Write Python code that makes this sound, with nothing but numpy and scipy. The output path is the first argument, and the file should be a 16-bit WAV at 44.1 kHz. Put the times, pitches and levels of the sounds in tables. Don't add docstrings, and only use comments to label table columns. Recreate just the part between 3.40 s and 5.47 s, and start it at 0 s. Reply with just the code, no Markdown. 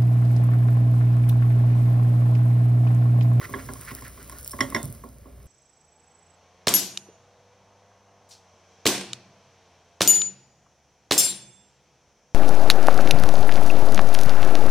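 import sys
import numpy as np
from scipy import signal
from scipy.fft import rfft, irfft
from scipy.io import wavfile
from scipy.ndimage import uniform_filter1d

SR = 44100
rng = np.random.default_rng(int(sys.argv[2]) if len(sys.argv) > 2 else 0)


def dump_mix(stems):
    frames = np.atleast_2d(stems).T
    limited = np.clip(frames, -1, 1)
    pcm = np.round(limited * 32767).astype(np.int16)
    wavfile.write(sys.argv[1], SR, pcm)


def magnitude_from_level(level_db):
    exponent = np.asarray(level_db, float) / 20
    return 10 ** exponent


N = 91198


def evened(x):
    return x / np.sqrt(np.mean(x ** 2) + 1e-20)


def read(points, hz):
    table_hz, value = np.transpose(points)
    return np.interp(np.log(hz + 1), np.log(table_hz + 1), value)


def level(curve):
    return magnitude_from_level(np.interp(np.arange(N) / SR, *np.transpose(curve)))


def colour(x, spectrum):
    hz = np.fft.rfftfreq(len(x), 1 / SR)
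    return irfft(rfft(x) * magnitude_from_level(read(spectrum, hz)), len(x))


def resonate(x, hz, width_hz):
    r = np.exp(-np.pi * width_hz / SR)
    pole = r * np.exp(2j * np.pi * hz / SR)
    return 2 * signal.lfilter([1 - r], [1, -pole], x).real


def add(mix, s, sound):
    part = mix[round(s * SR):][:len(sound)]
    part += sound[:len(part)]


# start_s, strength_db (before the knock trim), low_db, mid_db, high_db,
# top_db (offsets of the four mode groups), ring_share (of the free ring time, modes above the low group)
KNOCK_HITS = [(0.013, -30, -2, -5, 4, -25, 0.49), (0.093, -32, 5.5, -12, -13, -22, .7),
              (0.138, -23, 5.5, 9.5, 6, -37, 0.94), (0.186, -40, -12, -23, -23, -10, .6),
              (0.288, -26, 3.5, 5, -4.5, -16, 0.8), (0.357, -38.5, -35, 5, -1, -3, 0.49),
              (0.444, -37.5, -14, 3, 1, -6, 0.34), (0.512, -30.5, 2.5, -13, -3, -12, 0.98),
              (0.622, -33.5, -1, 4, 8, 8.5, 0.3), (0.776, -38.5, 0, 4, 2, -3, .5),
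              (0.897, -42, -6, 15.5, 20, 15, 0.25), (0.922, -37, 4.5, -4.5, -4.5, 7, 1.2),
              (1.133, -28, 3.5, -1, -6.5, -24, 0.94), (1.189, -25.5, 2, -9, 5.5, -13, 0.69),
              (1.206, -17, 3, 6.5, 14, 12.5, 0.92), (1.323, -30, 4.5, -14, 1.5, -12, 1.05),
              (1.347, -18, 4, 0, 11, 9.5, 0.89), (1.362, -24.5, 10, 12, 14, 5.5, 0.67),
              (1.438, -40, 4, -19, -6, -13, 0.36), (1.637, -30, 3.5, -5, -12, -20, 0.6),
              (1.856, -42.5, 10, -25, -25, -23, 1.03)]
# pitch_hz, level_db, t60_s
PAN_MODES = [(230.6, -7.5, 0.28), (262.8, -5.5, 0.29), (300, -8.5, 0.12), (350, -10, 0.1),
             (393.6, -5.5, 0.2), (480, -14, 0.083), (556.4, -16, 0.16), (602, -12.5, 0.17),
             (722, -21.5, 0.16), (823, -14, 0.11), (970, -26, 0.097), (1083, 1, 0.043), (1103.7, 0.5, .12),
             (1200, 2, 0.012), (1400, -21, 0.21), (1668, 2, 0.026), (1855, -16, 0.1), (1972, 3, 0.03),
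             (2078, -4, 0.059), (2123, -21, 0.038), (3112, -29, 0.17), (3233, -23, 0.09), (3360, -25, 0.14),
             (3560, -14, 0.034), (4080, -18.5, 0.045), (4970, -23, 0.039), (5488, -4.5, 0.036)]
# pitch_hz, level_db
CRACK_SPECTRUM = [(200, -32), (1000, 18), (2000, -5.5), (3000, 0), (5500, -1.5), (7000, 7), (12000, -6),
                  (15800, -15), (16500, -63)]
# pitch_hz, level_db
THUD_SPECTRUM = [(35, -35), (90, -2), (160, -4.5), (300, 2), (570, -2), (800, 3), (1000, -4), (1400, -25)]
LOW_HZ, MID_HZ, HIGH_HZ, TOP_HZ = 601.6, 1300, 1800, 3900


def knocks():
    knock_trim_db, low_rise_s, high_rise_s = -5, 0.0044, 0.0019
    flutter_depth, flutter_hz, flutter_onset_s = 0.33, 60, 0.0051
    crack_db, crack_t60_s = -12, 0.012
    rattle_db, rattle_t60_s = -23, 0.21
    thud_db, thud_t60_s = -15, 0.25
    out, t = np.zeros(N), np.arange(SR // 2) / SR
    hz, mode_db, t60 = (column[:, None] for column in np.transpose(PAN_MODES))
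    low = hz < LOW_HZ
    swell = 1 - np.exp(-t / low_rise_s)
    attack = np.where(low, swell, np.minimum(t / high_rise_s, 1))
    flutter_gain = flutter_depth * np.where(low, 0.4, 1) * np.minimum(t / flutter_onset_s, 1)
    burst = magnitude_from_level(crack_db - 60 * t / crack_t60_s) + magnitude_from_level(rattle_db - 60 * t / rattle_t60_s)
    for s, strength_db, low_db, mid_db, high_db, top_db, ring_share in KNOCK_HITS:
        landing, turn = np.split(rng.random((len(PAN_MODES), 2)), 2, axis=1)
        crack_noise, thud_noise = rng.standard_normal((2, len(t)))
        rebounds = rng.random(3)
        steps = rng.standard_normal((len(PAN_MODES), flutter_hz + 2))
        flutter = np.array([np.interp(t * 2 * flutter_hz, np.arange(len(row)), row) for row in steps])
        group_db = np.select([low, hz > TOP_HZ, hz > HIGH_HZ, hz > MID_HZ],
                             [low_db, top_db, high_db, mid_db], 0)
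        landing_db = 4 * (landing - 1.5)
        held_s = t60 * np.where(low, 1, ring_share)
        gain = magnitude_from_level(mode_db + group_db + landing_db - 60 * t / held_s)
        phase = turn * np.where(low, 1, 0.3)
        modes = gain * attack * (1 + flutter_gain * flutter) * np.sin(2 * np.pi * (hz * t + phase))
        ring = modes.sum(0)
        crack = colour(evened(colour(crack_noise, CRACK_SPECTRUM)),
                       [(MID_HZ, mid_db), (HIGH_HZ, high_db), (TOP_HZ, high_db), (4600, top_db)])
        body = evened(colour(thud_noise, THUD_SPECTRUM))
        thud = magnitude_from_level(thud_db + low_db - 60 * t / thud_t60_s) * swell * body
        strength = magnitude_from_level(strength_db + knock_trim_db)
        add(out, s, strength * (ring + burst * crack + thud))
        for share in rebounds:
            add(out, s + 0.0039 + share * 0.02, strength * magnitude_from_level(-11 * (1.5 + share)) * ring)
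    return out


# start_s, length_s, level_db, first_hz, last_hz
SLIDES = [(0.013, 0.055, -41, 1507, 2163), (0.167, 0.059, -48.5, 1690, 1952),
          (0.387, 0.085, -55, 1600, 1880), (0.455, 0.08, -43.5, 1593, 2240),
          (0.547, 0.057, -51, 1927, 1805), (0.627, 0.0693, -47, 1900, 1697),
          (0.775, 0.068, -55.5, 1500, 1508), (0.901, 0.12, -56.5, 1400, 1475)]
# pitch_hz, level_db
BRUSH_SPECTRUM = [(500, -19), (1200, 2.5), (2500, -12), (5000, -8.5), (7000, -14), (10000, -14)]


def scrapes():
    width_hz, grit_db, brush_db = 900, 3.5, -1.5
    out = np.zeros(N)
    for s, length_s, level_db, first_hz, last_hz in SLIDES:
        noise = rng.standard_normal((2, 8000))[:, :round(length_s * SR)]
        grit = magnitude_from_level(grit_db * evened(uniform_filter1d(noise[1, ::-1], size=90)))
        friction, bristle = noise * grit
        u = np.linspace(0, 1, len(friction))
        carrier = np.cos(2 * np.pi * np.cumsum(first_hz + (last_hz - first_hz) * u) / SR)
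        band = resonate(resonate(friction, 0, width_hz), 0, width_hz) * carrier
        brush = magnitude_from_level(brush_db) * evened(colour(bristle, BRUSH_SPECTRUM))
        add(out, s, magnitude_from_level(level_db) * np.sin(np.pi * u) * (evened(band) + brush))
    return out


# start_s, level_db
DRAG_CURVE = [(0.0, -51), (0.24, -53), (0.54, -55), (0.78, -55.5), (0.91, -54.5), (1.17, -84), (1.3, -46),
              (1.65, -65), (2.07, -62.5)]


def drag():
    longest_ring_s, grit_db, low_boost_db = 0.034, 2.5, 13
    friction = rng.standard_normal(N)
    unevenness = evened(uniform_filter1d(rng.standard_normal(N), size=150))
    grit = friction * magnitude_from_level(grit_db * unevenness)
    body = np.zeros(N)
    for hz, mode_db, t60 in PAN_MODES:
        mode = evened(resonate(grit, hz, 3.0 / min(t60, longest_ring_s)))
        body += magnitude_from_level(mode_db + low_boost_db * (hz < LOW_HZ)) * mode
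    return level(DRAG_CURVE) * evened(body)


# start_s, pitch_hz, level_db (before rise and decay), rise_s, t60_s
LATE_TONE = (1.365, 3560, -39, .012, .26)


def thin_tone():
    s, hz, level_db, rise_s, t60 = LATE_TONE
    t = np.maximum(np.arange(N) / SR - s, 0)
    return magnitude_from_level(level_db - 60 * t / t60) * (1 - np.exp(-t / rise_s)) * np.sin(2 * np.pi * hz * t)


# (5 ms later, relative to that peak)
FAT_POPS = [(0.132, -31, 9000, -35), (0.2589, -33, 9100, -30), (0.3366, -21, 8800, -42),
            (0.4127, -22, 9200, -42), (0.4507, -29, 10600, -31), (0.4898, -31, 10900, -30),
            (0.5507, -16, 14400, -49), (0.6125, -29, 11800, -38), (0.6813, -24, 12600, -41),
            (0.8289, -29, 9200, -36), (0.8973, -24, 9700, -36), (0.9265, -31, 11500, -38),
            (0.9862, -25, 11500, -38), (1.0021, -32, 11300, -35), (1.0111, -30, 10600, -36),
            (1.0302, -29, 9800, -36), (1.0467, -20, 9200, -32), (1.0684, -29, 10300, -34),
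            (1.0774, -12, 13000, -45), (1.0963, -27, 10700, -39), (1.1099, -23, 8400, -32),
            (1.1149, -19, 11000, -24), (1.1188, -22, 8900, -21), (1.1227, -24, 10000, -25),
            (1.3023, -22, 9000, -34), (1.4302, -18, 7700, -42), (1.444, -26, 8100, -32),
            (1.4496, -25, 9500, -34), (1.4555, -21, 11000, -45), (1.5027, -30, 11800, -42),
            (1.5265, -25, 12700, -45), (1.5501, -32, 12000, -37), (1.6421, -36, 10800, -39),
            (1.6898, -35, 11500, -40), (1.7852, -40, 10000, -41)]


def pops():
    snap_s, spray_s = 0.00008, 0.0004
    hiss_db, hiss_t60_s = -38, 0.21
    ping_hz, _, ping_t60 = PAN_MODES[-1]
    out, t = np.zeros(N), np.arange(-44, 2500) / SR
    for s, peak_db, hz, ping_db in FAT_POPS:
        noise = evened(resonate(rng.standard_normal(len(t)), hz, min(hz * 0.34, 9000)))
        spray = 0.5 * noise * np.exp(-abs(t) / spray_s)
        snap = np.sin(2 * np.pi * hz * t) * np.exp(-abs(t) / snap_s) + spray
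        snap /= abs(signal.hilbert(snap)).max()
        hiss = noise * magnitude_from_level(hiss_db - 60 * t / hiss_t60_s)
        ping = magnitude_from_level(ping_db - 60 * (t - 0.005) / ping_t60) * np.sin(2 * np.pi * ping_hz * t)
        add(out, s + t[0], magnitude_from_level(peak_db) * (snap + (hiss + ping) * (t > 0)))
    return colour(out, [(2000, -30), (4500, 0)])


# start_s, level_db
SIZZLE_CURVE = [(0.0, -53), (0.52, -51.5), (0.72, -55.5), (0.91, -55), (1.08, -51.5), (1.31, -54),
                (1.39, -52), (1.55, -58), (1.78, -66), (2.07, -66)]
# pitch_hz, level_db
FIZZ_SPECTRUM = [(1500, -7.5), (3000, -14), (5000, -8), (7000, -3), (9000, -3), (11000, -4.5),
                 (13000, -2.5), (15600, -2.5), (16100, -49)]


def sizzle():
    ticks_per_s, tick_spread_db, tick_share, trim_db = 600, 5, 0.45, 4
    ticks = rng.random(N) < ticks_per_s / SR
    size = magnitude_from_level(tick_spread_db * np.minimum(rng.exponential(1, N), 5))
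    decay = np.exp(-np.arange(80) / 14.0)
    bursts = signal.oaconvolve(ticks * size, decay)[:N] * rng.standard_normal(N)
    mix = tick_share * evened(bursts) + np.sqrt(1 - tick_share ** 2) * rng.standard_normal(N)
    return magnitude_from_level(trim_db) * level(SIZZLE_CURVE) * evened(colour(mix, FIZZ_SPECTRUM))


# start_s, level_db
RUMBLE_CURVE = [(0.0, -60), (0.03, -49.5), (0.09, -48), (0.11, -41), (0.23, -46), (0.25, -40), (0.37, -53),
                (0.4, -40), (0.44, -55), (0.54, -43), (0.61, -68), (0.63, -43.5), (0.66, -60), (1.12, -60),
                (1.16, -44), (1.18, -60), (1.21, -29.5), (1.31, -57), (1.36, -35.5), (1.42, -62),
                (1.445, -31), (1.497, -35), (1.525, -52), (2.07, -67.5)]


def rumble():
    hz, width_hz = 112, 60
    x = resonate(resonate(rng.standard_normal(N), hz, width_hz), hz, width_hz)
    return colour(level(RUMBLE_CURVE) * evened(x), [(45, -41), (80, 0)])


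# pitch_hz, level_db per Hz
AIR_SPECTRUM = [(15, -14), (25, -12), (71, 7), (172, -5), (262, -19.5), (316, -40), (389, -8), (1980, -33),
                (2280, -36.5), (5650, -38.5), (6500, -52), (8450, -95), (14300, -120)]


def kitchen_air():
    air_db, hum_db, hum_hz, fuzz_width_hz, fuzz_share = -52, -51, 59.4, 4.7, 0.21
    throb_hz, throb_depth = 2.786, 0.18
    t = np.arange(N) / SR
    throb = 1 + throb_depth * np.sin(2 * np.pi * (throb_hz * t + 0.5))
    tone = np.sin(2 * np.pi * hum_hz * t) * throb
    fuzz = resonate(resonate(rng.standard_normal(N), hum_hz, fuzz_width_hz), hum_hz, fuzz_width_hz)
    hum = evened(tone) + fuzz_share * evened(fuzz)
    air = evened(colour(rng.standard_normal(N), AIR_SPECTRUM))
    return magnitude_from_level(air_db) * air + magnitude_from_level(hum_db) * hum


def echoes(x, bands, gap):
    taps = rng.standard_normal((2, SR // 2)) * (np.arange(SR // 2) > gap)
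    hz, t, z = signal.stft(taps, SR, nperseg=256)
    decay = magnitude_from_level(-60 * t / read(bands, hz)[:, None])
    tail = signal.istft(z * decay, SR, nperseg=256)[1]
    return signal.fftconvolve(x[None], tail / np.linalg.norm(tail[0]), axes=1)[:, :N]


# pitch_hz, lead_rad
PORT_LEAD = [(20, 0), (1000, .4), (3000, .25), (5200, .5), (6900, 2.9), (8000, 3.4), (9900, 6.0),
             (11400, 6.5), (12900, 9.2), (14300, 9.7), (16000, 12.2)]
# pitch_hz, level_db
PORT_TILT = [(60, 0), (125, -1.5), (250, -4.5), (500, -3.5), (1100, -4.5), (2000, -3.5), (4000, 0),
             (16000, 0)]
# pitch_hz, level_db
PORT_APART = [(50, -30), (250, -15), (550, -6.5), (900, -9), (1500, -13), (2500, -11), (4000, -13),
              (6000, -14), (14000, -11)]


def ports(x):
    hz = np.fft.rfftfreq(N, 1 / SR)
    half = magnitude_from_level(read(PORT_TILT, hz) / 2) * np.exp(0.5j * np.interp(hz, *np.transpose(PORT_LEAD)))
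    pair = irfft(rfft(x) * np.array([half, 1 / half]), N)
    return pair + echoes(colour(x, PORT_APART), [(100, 0.077), (10000, 0.027)], gap=17)


# pitch_hz, t60_s
KITCHEN_DECAY = [(200, 0.67), (1000, 0.29), (4000, 0.053), (12000, 0.42), (16000, 0.022)]


def scene():
    kitchen_db, scatter_db = -12, -9
    fat = pops()
    pan = knocks() + drag() + scrapes() + thin_tone() + fat
    sources = pan + rumble() + sizzle() + kitchen_air()
    kitchen = magnitude_from_level(kitchen_db) * echoes(pan, KITCHEN_DECAY, gap=85)[0]
    scatter = magnitude_from_level(scatter_db) * np.array([np.roll(fat, 2), np.roll(fat, 3)])
    return scatter + ports(sources + kitchen)


# pitch_hz, level_db
MIC_EDGE = [(15900, 0), (16300, -22), (17200, -30), (17600, -80)]


def low_pass(x):
    return signal.sosfilt(signal.butter(12, 17160, fs=SR, output="sos"), x)


def record(dry):
    mix = np.array([colour(x, MIC_EDGE) for x in dry])
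    return low_pass(mix)


dry = scene()
out = record(dry)
dump_mix(out)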